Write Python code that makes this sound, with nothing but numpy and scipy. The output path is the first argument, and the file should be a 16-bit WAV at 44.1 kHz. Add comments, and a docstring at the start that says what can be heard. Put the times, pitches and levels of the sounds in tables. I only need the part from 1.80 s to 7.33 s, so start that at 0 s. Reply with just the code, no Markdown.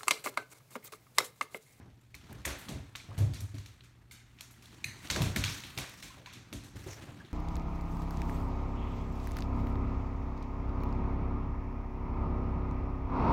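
"""Claws of a dog tick on a laminate floor as it tosses a soft toy about, a few metres from a phone.
Each tick is bright scattered noise with a brief ring, and the bare room's hard walls stretch its tail.
Pads and toy thump into decaying low floor modes; paws and plush scuff along as swelling grainy noise.
Small hollow plops are short wobbly tones. Behind it all lie shaped-noise hiss and a wavering hum."""
import sys
import numpy as np
from scipy import signal
from scipy.fft import rfft, irfft
from scipy.io import wavfile
from scipy.ndimage import uniform_filter1d

SR = 44100
rng = np.random.default_rng(int(sys.argv[2]) if len(sys.argv) > 2 else 0)


def boost(x):
    """Linear amplitude factor 10**(x/20) for a level x in decibels (scalar or array-like)."""
    u = np.asarray(x, float) / 20
    return 10 ** u


def transcribe(u):
    """Save the signal u as a 16-bit wav file named by the first command-line argument.

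    u: samples, shape (n,) or (channels, n), limited to [-1, 1]; the rate is SR.
    q: integer samples, one column per channel.
    """
    v = np.clip(np.atleast_2d(u).T, -1, 1)
    q = np.round(v * 32767).astype(np.int16)
    wavfile.write(sys.argv[1], SR, q)


N = 243873  # length in samples

# Claw ticks. Each row: time in seconds, nominal peak in dB, centre of the bright hump in Hz,
# treble lift above 4 kHz in dB per octave, room tail lift in dB.
CLAW_TICKS = [(0.212, -54, 7500, 11, -6), (0.343, -37.5, 2500, 1, 0.5), (0.3494, -34, 4260, 10, -10),
              (0.5272, -37, 1650, 20, -15.5), (0.6483, -36, 2500, -6, -10), (0.6519, -19, 1970, 2.5, -0.5),
              (0.6564, -20.5, 6380, 15, -2), (0.677, -25.5, 1740, -2, 2.5), (0.7862, -38, 1730, 22, 4),
              (0.885, -30, 2220, -12, 1), (0.8892, -28.5, 4560, 7, -1), (1.1527, -30, 2520, -12, -4),
              (1.1565, -27.5, 4360, 2.5, -2), (1.3782, -32.5, 2950, 7.5, 6.5), (1.536, -34.5, 4700, 3, 7),
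              (1.605, -30.5, 5750, 13, -3), (1.7431, -42, 2160, 2, 6.5), (1.7825, -34, 4260, 1.5, -4.5),
              (1.86, -34, 3590, 4, -4.5), (2.0073, -43.5, 4000, -16, -4), (2.0364, -45.5, 1580, 2.5, 4),
              (2.311, -37, 2140, 5.5, 5.5), (2.5868, -44.5, 2500, -7, 7), (2.608, -28, 4160, 7.5, -4),
              (2.7095, -43, 2360, 15, 2), (2.8229, -43.5, 2500, 6, 4), (2.856, -41.5, 3400, 4, -2),
              (3.042, -19.5, 2476, 4, -3.5), (3.164, -54, 3000, -17, -18), (3.272, -30.5, 3420, 2, -17),
              (3.3006, -13.5, 4660, -2.5, -2), (3.309, -19, 6150, 4, -3.5), (3.3603, -18, 1670, 0.5, -3),
              (3.4187, -20, 2550, 5, 1.5), (3.5607, -14.5, 1750, 3.5, -1), (3.6388, -14.5, 3100, 0, 0),
              (3.714, -40, 9000, 13, -8), (3.7233, -33, 6500, 0, -6), (3.8366, -29, 3000, -7, 1),
              (3.976, -21, 2300, 2, 1.5), (3.9848, -22, 2380, 5, -3.5), (4.095, -40, 9000, 27.5, -8),
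              (4.2257, -31.5, 2800, 3.5, 2.5), (4.2327, -35, 2330, 0, 2), (4.4597, -32, 1830, -4.5, 1.5),
              (4.527, -39.5, 2790, 2, 9), (4.7274, -31, 2760, 5.5, 3), (4.734, -33, 5830, 4, -10),
              (4.836, -41, 4200, 8, 6), (5.0662, -44, 1620, 1.5, 13.5), (5.448, -45.5, 2510, -12.5, 4.5)]
# Neighbouring claws landing just after. Each row: time of the tick in seconds, delay in ms,
# strength of the second click as a share of the first (0-1).
DOUBLED_TICKS = [(2.3116, 1.35, 0.55), (3.042, 0.468, 0.95), (3.042, 0.975, 0.45)]
# Room's answer to a tick: first arrivals, wall echo, diffuse tail. Each row: delay in ms, level in dB
# before the decay.
TICK_ARRIVALS = [(0, -27), (.6, -7.5), (4, -3), (6.5, -14.5), (8.5, -17.5), (10, -12.5), (14, -13),
                 (18, -13.5), (24, -12.5)]
# Decay of the room by pitch. Each row: frequency in Hz, t60 in seconds.
ROOM_DECAY = [(300, 0.55), (1000, 0.85), (2500, 0.53), (6000, 0.5), (13000, 0.26)]
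# Colour shared by all ticks at the phone. Each row: frequency in Hz, relative level in dB per Hz.
TICK_COLOUR = [(290, -27), (500, -10), (795, -25.5), (893, -4), (1140, -4), (1640, -3), (2500, 0.5),
               (2980, -4), (3440, 1), (4400, 0), (4940, -2), (6060, -0.5), (10400, -9), (11800, -8.5),
               (16000, -19)]
HUMP_DB, HUMP_DB_PER_OCTAVE = 4, -1.5  # hump height at 2.5 kHz; higher humps are flatter
CREST_DB = 9.5  # nominal peak of a tick over its first scatter
# A bare wall throws the treble back as a snap; later the tail is duller (snap and dulling as shares).
ECHO_MS, ECHO_WIDTH_MS, ECHO_SNAP, TAIL_DULL = 9.4, 0.43, 0.74, 0.23
# Separate early reflections merge into the tail: rate, decay of each, depth, fade of that depth.
FACETS_PER_S, FACET_MS, FACET_SHARE, FACETS_FADE_MS = 700, 0.68, 0.36, 14

# Pad and toy landings. Each row: time in seconds, peak of the boom in dB, favoured floor pitch in Hz,
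# knock level in dB relative to the boom, level of modes far from that pitch in dB.
LANDINGS = [(0.019, -49, 91, -19, -20.5), (0.341, -47, 70.6, -23.5, -13), (0.499, -48, 179, -19, -13),
            (0.549, -43.5, 62.6, -18.5, -9), (0.665, -35, 57.6, -8.5, -5.5), (0.701, -40, 90, -19, -12),
            (0.892, -34.5, 220, -15.5, -14), (0.916, -33, 111, -24, -6.5), (0.949, -32.5, 95, -42, -7.5),
            (1.151, -56, 86, -14, -9), (1.289, -38, 102, -19, -26), (1.381, -22, 108, -28.5, -24.5),
            (1.412, -23, 104, -31, -18), (1.488, -31, 98, -40.5, -16.5), (1.54, -39, 96, -30, -16),
            (1.597, -29.5, 94.5, -38, -34), (1.63, -52, 100, -15, -11), (1.743, -33.5, 97, -50, -14),
            (1.854, -53, 99.7, -22, -17), (3.057, -39.5, 106, -39, -14.5), (3.307, -31.5, 58, -22, -8),
            (3.359, -27.5, 115, -12, 4), (3.407, -22.5, 132, -23, -20), (3.447, -31.5, 145, -26, -6),
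            (3.561, -24, 100, -24.5, -4.5), (3.62, -34.5, 140, -39, -21), (3.659, -35.5, 81, -38.5, -8.5),
            (3.839, -50.5, 118, -26, -12.5), (3.974, -34.5, 132, -15.5, -5.5),
            (4.229, -51.5, 51, -15, -26.5), (4.373, -52, 117, -5.5, -4), (4.727, -34.5, 102, -25.5, 0),
            (4.952, -37.5, 104, -23, -7), (5.063, -37, 103, -14, -10.5), (5.168, -45, 105, -11, -15),
            (5.272, -38.5, 104, -18.5, -10)]
# Floor and room modes. Each row: nominal frequency in Hz, relative level in dB,
# t60 in seconds before the landing scales it.
FLOOR_MODES = [(48.2, 1, 0.35), (67.1, 2, 0.47), (83.8, -1, 0.41), (100.74, 2, 0.51), (130, 2, 0.39),
               (159.1, -5.5, 0.43), (203.7, -0.5, 0.33), (237.6, -3, 0.33), (285.6, -1, 0.52),
               (355.4, -6, 0.33), (406.7, -11, 0.28), (570, -13, 0.29), (649.6, -14, 0.39)]
# Share of the t60 left is RING_HARD less RING_PER_DB per dB of knock: softer landings ring longer.
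RING_HARD, RING_PER_DB = 0.61, 0.0065

# Strokes of sliding paws and dragged or shaken plush. Each row: time of the top in seconds, level in dB,
# seconds to climb 20 dB, treble tilt in dB per two octaves about 2 kHz, sizzle in dB.
SCUFF_STROKES = [(0.0, -60, .1, -11, 6), (0.528, -51, 0.19, -3.5, -1), (.83, -50, 0.2, 0, -5.5),
                 (1.38, -53, 0.4, -3.5, -6), (1.93, -62.5, 4.7, 0, -3), (2.551, -67, 0.4, 5, -4),
                 (2.96, -57.5, 0.33, -0.5, 2), (3.24, -54.5, 0.1, 12, 4), (3.34, -46, 0.07, -1, -13.5),
                 (3.48, -43.5, 0.7, -2, -3), (3.7, -41.5, 0.05, 3, 5), (3.96, -52, 0.5, 2.5, -12),
                 (4.26, -51, 0.7, 3, 3.5), (4.96, -51.5, 0, 1.5, -6), (5.12, -53.5, 0.26, 9, 16),
                 (5.22, -49, 0.05, -3.5, -2.5), (5.45, -56, 5, -5.5, -2)]
# Colour of the rubbing. Each row: frequency in Hz, relative level in dB per Hz.
RUB_COLOUR = [(180, 2), (300, 3), (470, -44), (645, -11), (762, -13), (1870, -11), (2570, -13), (6000, -17),
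              (16000, -29.5)]
STROKE_FADE_DB_PER_S = 70.5
# Tiny catches of claw and fabric within a stroke: rate, decay, strength.
CRACKLES_PER_S, CRACKLE_MS, CRACKLE_SHARE = 65, 0.78, 0.35

# Small hollow plops. Each row: time of the middle in seconds, nominal peak in dB, pitch in Hz,
# length at half height in ms.
HOLLOW_PLOPS = [(0.3447, -37.5, 2350, 1.81), (1.202, -46.5, 2290, 4), (1.317, -44.5, 1090, 3.9),
                (3.045, -31, 2470, 3.15), (3.583, -39.5, 6940, 3), (3.648, -36, 6200, 4.5),
                (3.661, -34, 3360, 3.5), (3.682, -34, 2450, 4), (4.309, -51.5, 1024, 9.9),
                (4.475, -49.5, 1015, 12), (5.07, -40, 357, 12.5), (5.408, -49.5, 1670, 7.4),
                (5.45, -51, 336, 10)]

# Colour of the room hiss and rumble. Each row: frequency in Hz, relative level in dB per Hz.
HISS_COLOUR = [(30, 2.5), (60, 5), (120, -2), (170, -14), (290, -13), (480, -24), (900, -26.5), (2500, -34),
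               (6000, -37), (14500, -38), (16500, -67)]
HISS_DB = -62.5
HUM_HZ, HUM_WIDTH_HZ, HUM_DB = 118.7, 10, -62  # the width is that of the wavering part

# Dips of the microphone port, before a short filter smooths them.
# Each row: centre in Hz, width in Hz, gain in dB.
PORT_DIPS = [(4920, 210, -4), (10420, 240, -6.5)]
LOW_CUT_HZ = 42


def evened(x):
    """Scales to rms 1."""
    return x / np.sqrt(np.mean(x ** 2) + 1e-20)


def read(points, hz):
    """Reads a table on a log-frequency axis."""
    f, value = np.transpose(points)
    return np.interp(np.log(hz + 1), np.log(f + 1), value)


def add(mix, s, sound):
    """Mixes a sound in at time s."""
    part = mix[max(round(s * SR), 0):][:len(sound)]
    part += sound[:len(part)]


def shaped_noise(length, db_of, size=256, patchy_db=0):
    """Random short-time spectra whose level is db_of(hz, t), with drifting patches."""
    hop = size // 4
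    frames = length // hop + 5
    hz = np.fft.rfftfreq(size, 1 / SR)[:, None]
    t = np.arange(frames)[None] * hop / SR
    real, imaginary, patches = rng.standard_normal((frames, len(hz), 3)).T
    patches = uniform_filter1d(patches, size=6, axis=0)
    patches = evened(uniform_filter1d(patches, size=14, axis=1))
    spectra = (real + 1j * imaginary) * boost(db_of(hz, t) + patchy_db * patches)
    return signal.istft(spectra, nperseg=size, noverlap=size - hop)[1][:length]


def tick(s, peak_db, hz, treble_db, tail_db):
    """A claw click with a bright hump, scattered by boards and walls; the board rings briefly at the hump."""
    length = SR * 3 // 5
    t_ms = np.arange(length) * 1000 / SR
    hump_db = HUMP_DB + HUMP_DB_PER_OCTAVE * np.log2(hz / 2500)

    def colour(f, t):
        octaves = np.log2((f + 1) / hz)
        hump = hump_db * np.exp(-octaves ** 2 / 0.6)
        tilt = treble_db * np.clip(np.log2((f + 1) / 4000), 0, 1.4)
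        return read(TICK_COLOUR, f) + hump + tilt - 60 * t / read(ROOM_DECAY, f)

    sound = shaped_noise(length, colour, patchy_db=1.4)
    first = np.clip((7 - t_ms) / 2, 0, 1)  # weight of the first arrivals, gone by 7 ms
    # along the floor the first arrivals lose treble
    dull = signal.lfilter(*signal.butter(2, 5500, fs=SR), sound)
    sound = sound + .5 * first * (dull - sound)
    snap = ECHO_SNAP * np.exp(-((t_ms - ECHO_MS) / ECHO_WIDTH_MS) ** 2)
    snap = snap - TAIL_DULL * np.clip((t_ms - 12) / 4, 0, 1)
    sound = sound + snap * (sound - dull)
    ring = np.sin(2 * np.pi * hz * t_ms / 1000) * boost(hump_db - 9) * first
    # early reflections come as separate snaps
    facets = (rng.random(length) < FACETS_PER_S / SR) * rng.exponential(1, length)
    facets = signal.lfilter([1], [1, -np.exp(-1000 / SR / FACET_MS)], facets)
    depth = FACET_SHARE * np.exp(-t_ms / FACETS_FADE_MS) * (1 - .5 * first)
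    sound = sound / np.std(sound[:1500])
    sound = sound * (1 - depth + depth * evened(facets)) + ring
    arrival_ms, arrival_db = np.transpose(TICK_ARRIVALS)
    sound *= boost(np.interp(t_ms, arrival_ms, arrival_db) + tail_db * (1 - first))
    # the direct click stands out of the scatter
    sound *= 1 + 1.2 * np.exp(-((t_ms - 1.4) / 0.4) ** 2)
    for at, delay_ms, share in DOUBLED_TICKS:
        if abs(at - s) < .003:
            lag = np.exp(-2j * np.pi * np.fft.rfftfreq(length, 1 / SR) * delay_ms / 1000)
            sound = irfft(rfft(sound) * (1 + share * lag), length) / np.sqrt(1 + share ** 2)
    return s - .0005, boost(peak_db - CREST_DB) * sound


def thump(s, peak_db, hz, knock_db, far_db):
    """A soft landing rings the floor modes nearest its pitch most, with a dull knock on top."""
    t = np.arange(SR * 3 // 4) / SR
    f, db, t60 = np.transpose(FLOOR_MODES)[:, :, None]
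    near_db = far_db * (1 - np.exp(-np.log2(f / hz) ** 2 / 0.26))
    ring = max(RING_HARD - RING_PER_DB * knock_db, .2)
    # each landing detunes the modes slightly and starts them at its own phases
    luck = rng.random((len(FLOOR_MODES), 2))
    cycles = f * (.98 + 0.035 * luck[:, :1]) * t + 0.34 * luck[:, 1:]
    modes = boost(db + near_db - 60 * t / (t60 * ring)) * np.sin(2 * np.pi * cycles)
    # the weight shifts on the boards
    shift = evened(uniform_filter1d(rng.standard_normal(modes.shape), size=1500, axis=1))
    boom = (modes * boost(2.93 * shift)).sum(0)
    boom = boom * (1 - np.exp(-t / 0.005))  # the pad sinks in, so the bass swells

    def knock_colour(f, t):
        return -7 * np.log2((f + 1) / 480) ** 2 - 60 * t / .5

    knock = shaped_noise(len(t), knock_colour, size=512)
    knock = knock / np.std(knock[:1300]) * (1 - np.exp(-t / 0.0046))
    return s - .004, boost(peak_db) * (boom / abs(boom).max() + boost(knock_db) * knock)


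def scuff():
    """Grainy rubbing noise in strokes that swell and fade, each with its own treble and plush sizzle near 6 kHz."""
    top_s, level_db, climb_s, treble_db, sizzle_db = np.transpose(SCUFF_STROKES)[:, :, None]
    s = np.arange(0, N / SR + .1, .004)
    climb_db = 20 * (top_s - s) / np.maximum(climb_s, .01)
    fade_db = STROKE_FADE_DB_PER_S * (s - top_s)
    power = boost(level_db - np.where(s < top_s, climb_db, fade_db)) ** 2
    share = power / power.sum(0)  # the loudest stroke sets the colour

    def colour(f, t):
        tilt = np.interp(t, s, (share * treble_db).sum(0))
        tilt = tilt * np.clip(np.log2((f + 1) / 2000) / 2, -1, 1.5)
        sizzle = np.interp(t, s, (share * sizzle_db).sum(0))
        sizzle = sizzle * np.exp(-np.log2((f + 1) / 5900) ** 2 / 0.06)
        return read(RUB_COLOUR, f) + tilt + sizzle

    grain = evened(uniform_filter1d(rng.standard_normal(N), 300))
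    rub = evened(shaped_noise(N, colour, patchy_db=1.8))
    catches = rng.exponential(1, N) * (rng.random(N) < CRACKLES_PER_S / SR)
    catch_decay = np.exp(-np.arange(400) / SR * 1000 / CRACKLE_MS)
    crackle = signal.oaconvolve(catches, catch_decay)[:N]
    rub = evened(rub * (1 + CRACKLE_SHARE * crackle))
    swell = np.interp(np.arange(N) / SR, s, np.sqrt(power.sum(0)))
    return swell * boost(2.0 * grain) * rub


def plop(s, peak_db, hz, length_ms):
    """A few wobbly cycles under a smooth hump, smeared by a short scatter."""
    t = np.arange(round(2 * length_ms * SR / 1000)) / SR
    wobble = evened(uniform_filter1d(rng.standard_normal(len(t)), size=100))
    warped_s = np.cumsum(1 + .05 * wobble) / SR
    blip = np.sin(2 * np.pi * hz * warped_s) * np.hanning(len(t))
    smear = rng.standard_normal(SR // 8) * boost(-35 - 300 * np.arange(SR // 8) / SR)
    smear[0] = 1  # the direct sound
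    return s - t[-1] / 2, boost(peak_db) * signal.oaconvolve(blip, smear)


def background():
    """Room hiss and rumble as shaped noise, and a hum of a steady tone plus narrow noise that makes it waver."""
    hiss = evened(shaped_noise(N, lambda f, t: read(HISS_COLOUR, f) + 0 * t, size=2048))
    f = np.fft.rfftfreq(N, 1 / SR)
    resonance = 1 / (1 + ((f - HUM_HZ) / HUM_WIDTH_HZ) ** 2)
    waver = evened(irfft(rfft(rng.standard_normal(N)) * resonance, N))
    steady = np.sqrt(2) * np.sin(2 * np.pi * HUM_HZ * np.arange(N) / SR)
    return boost(HISS_DB) * hiss + boost(HUM_DB) * evened(steady + 0.33 * waver)


def scene():
    """All sources as they reach the phone."""
    mix = background() + scuff()
    for source, rows in ((tick, CLAW_TICKS), (thump, LANDINGS), (plop, HOLLOW_PLOPS)):
        for row in rows:
            add(mix, *source(*row))
    return mix[None]


def low_pass(x):
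    """Removes everything above the highest recorded frequency."""
    return signal.sosfilt(signal.butter(12, 15950, fs=SR, output="sos"), x)


def record(dry):
    """The phone's microphone cuts the bass, and its port dips the treble at a few pitches."""
    f = np.linspace(0, SR / 2, 257)
    dips_db = sum(db * np.exp(-((f - hz) / width) ** 2) for hz, width, db in PORT_DIPS)
    port = signal.firwin2(255, f, boost(dips_db), fs=SR)
    low_cut = signal.butter(5, LOW_CUT_HZ, "highpass", fs=SR, output="sos")
    mix = signal.oaconvolve(signal.sosfilt(low_cut, dry), port[None], "same")
    return low_pass(mix)


dry = scene()
out = record(dry)
transcribe(out)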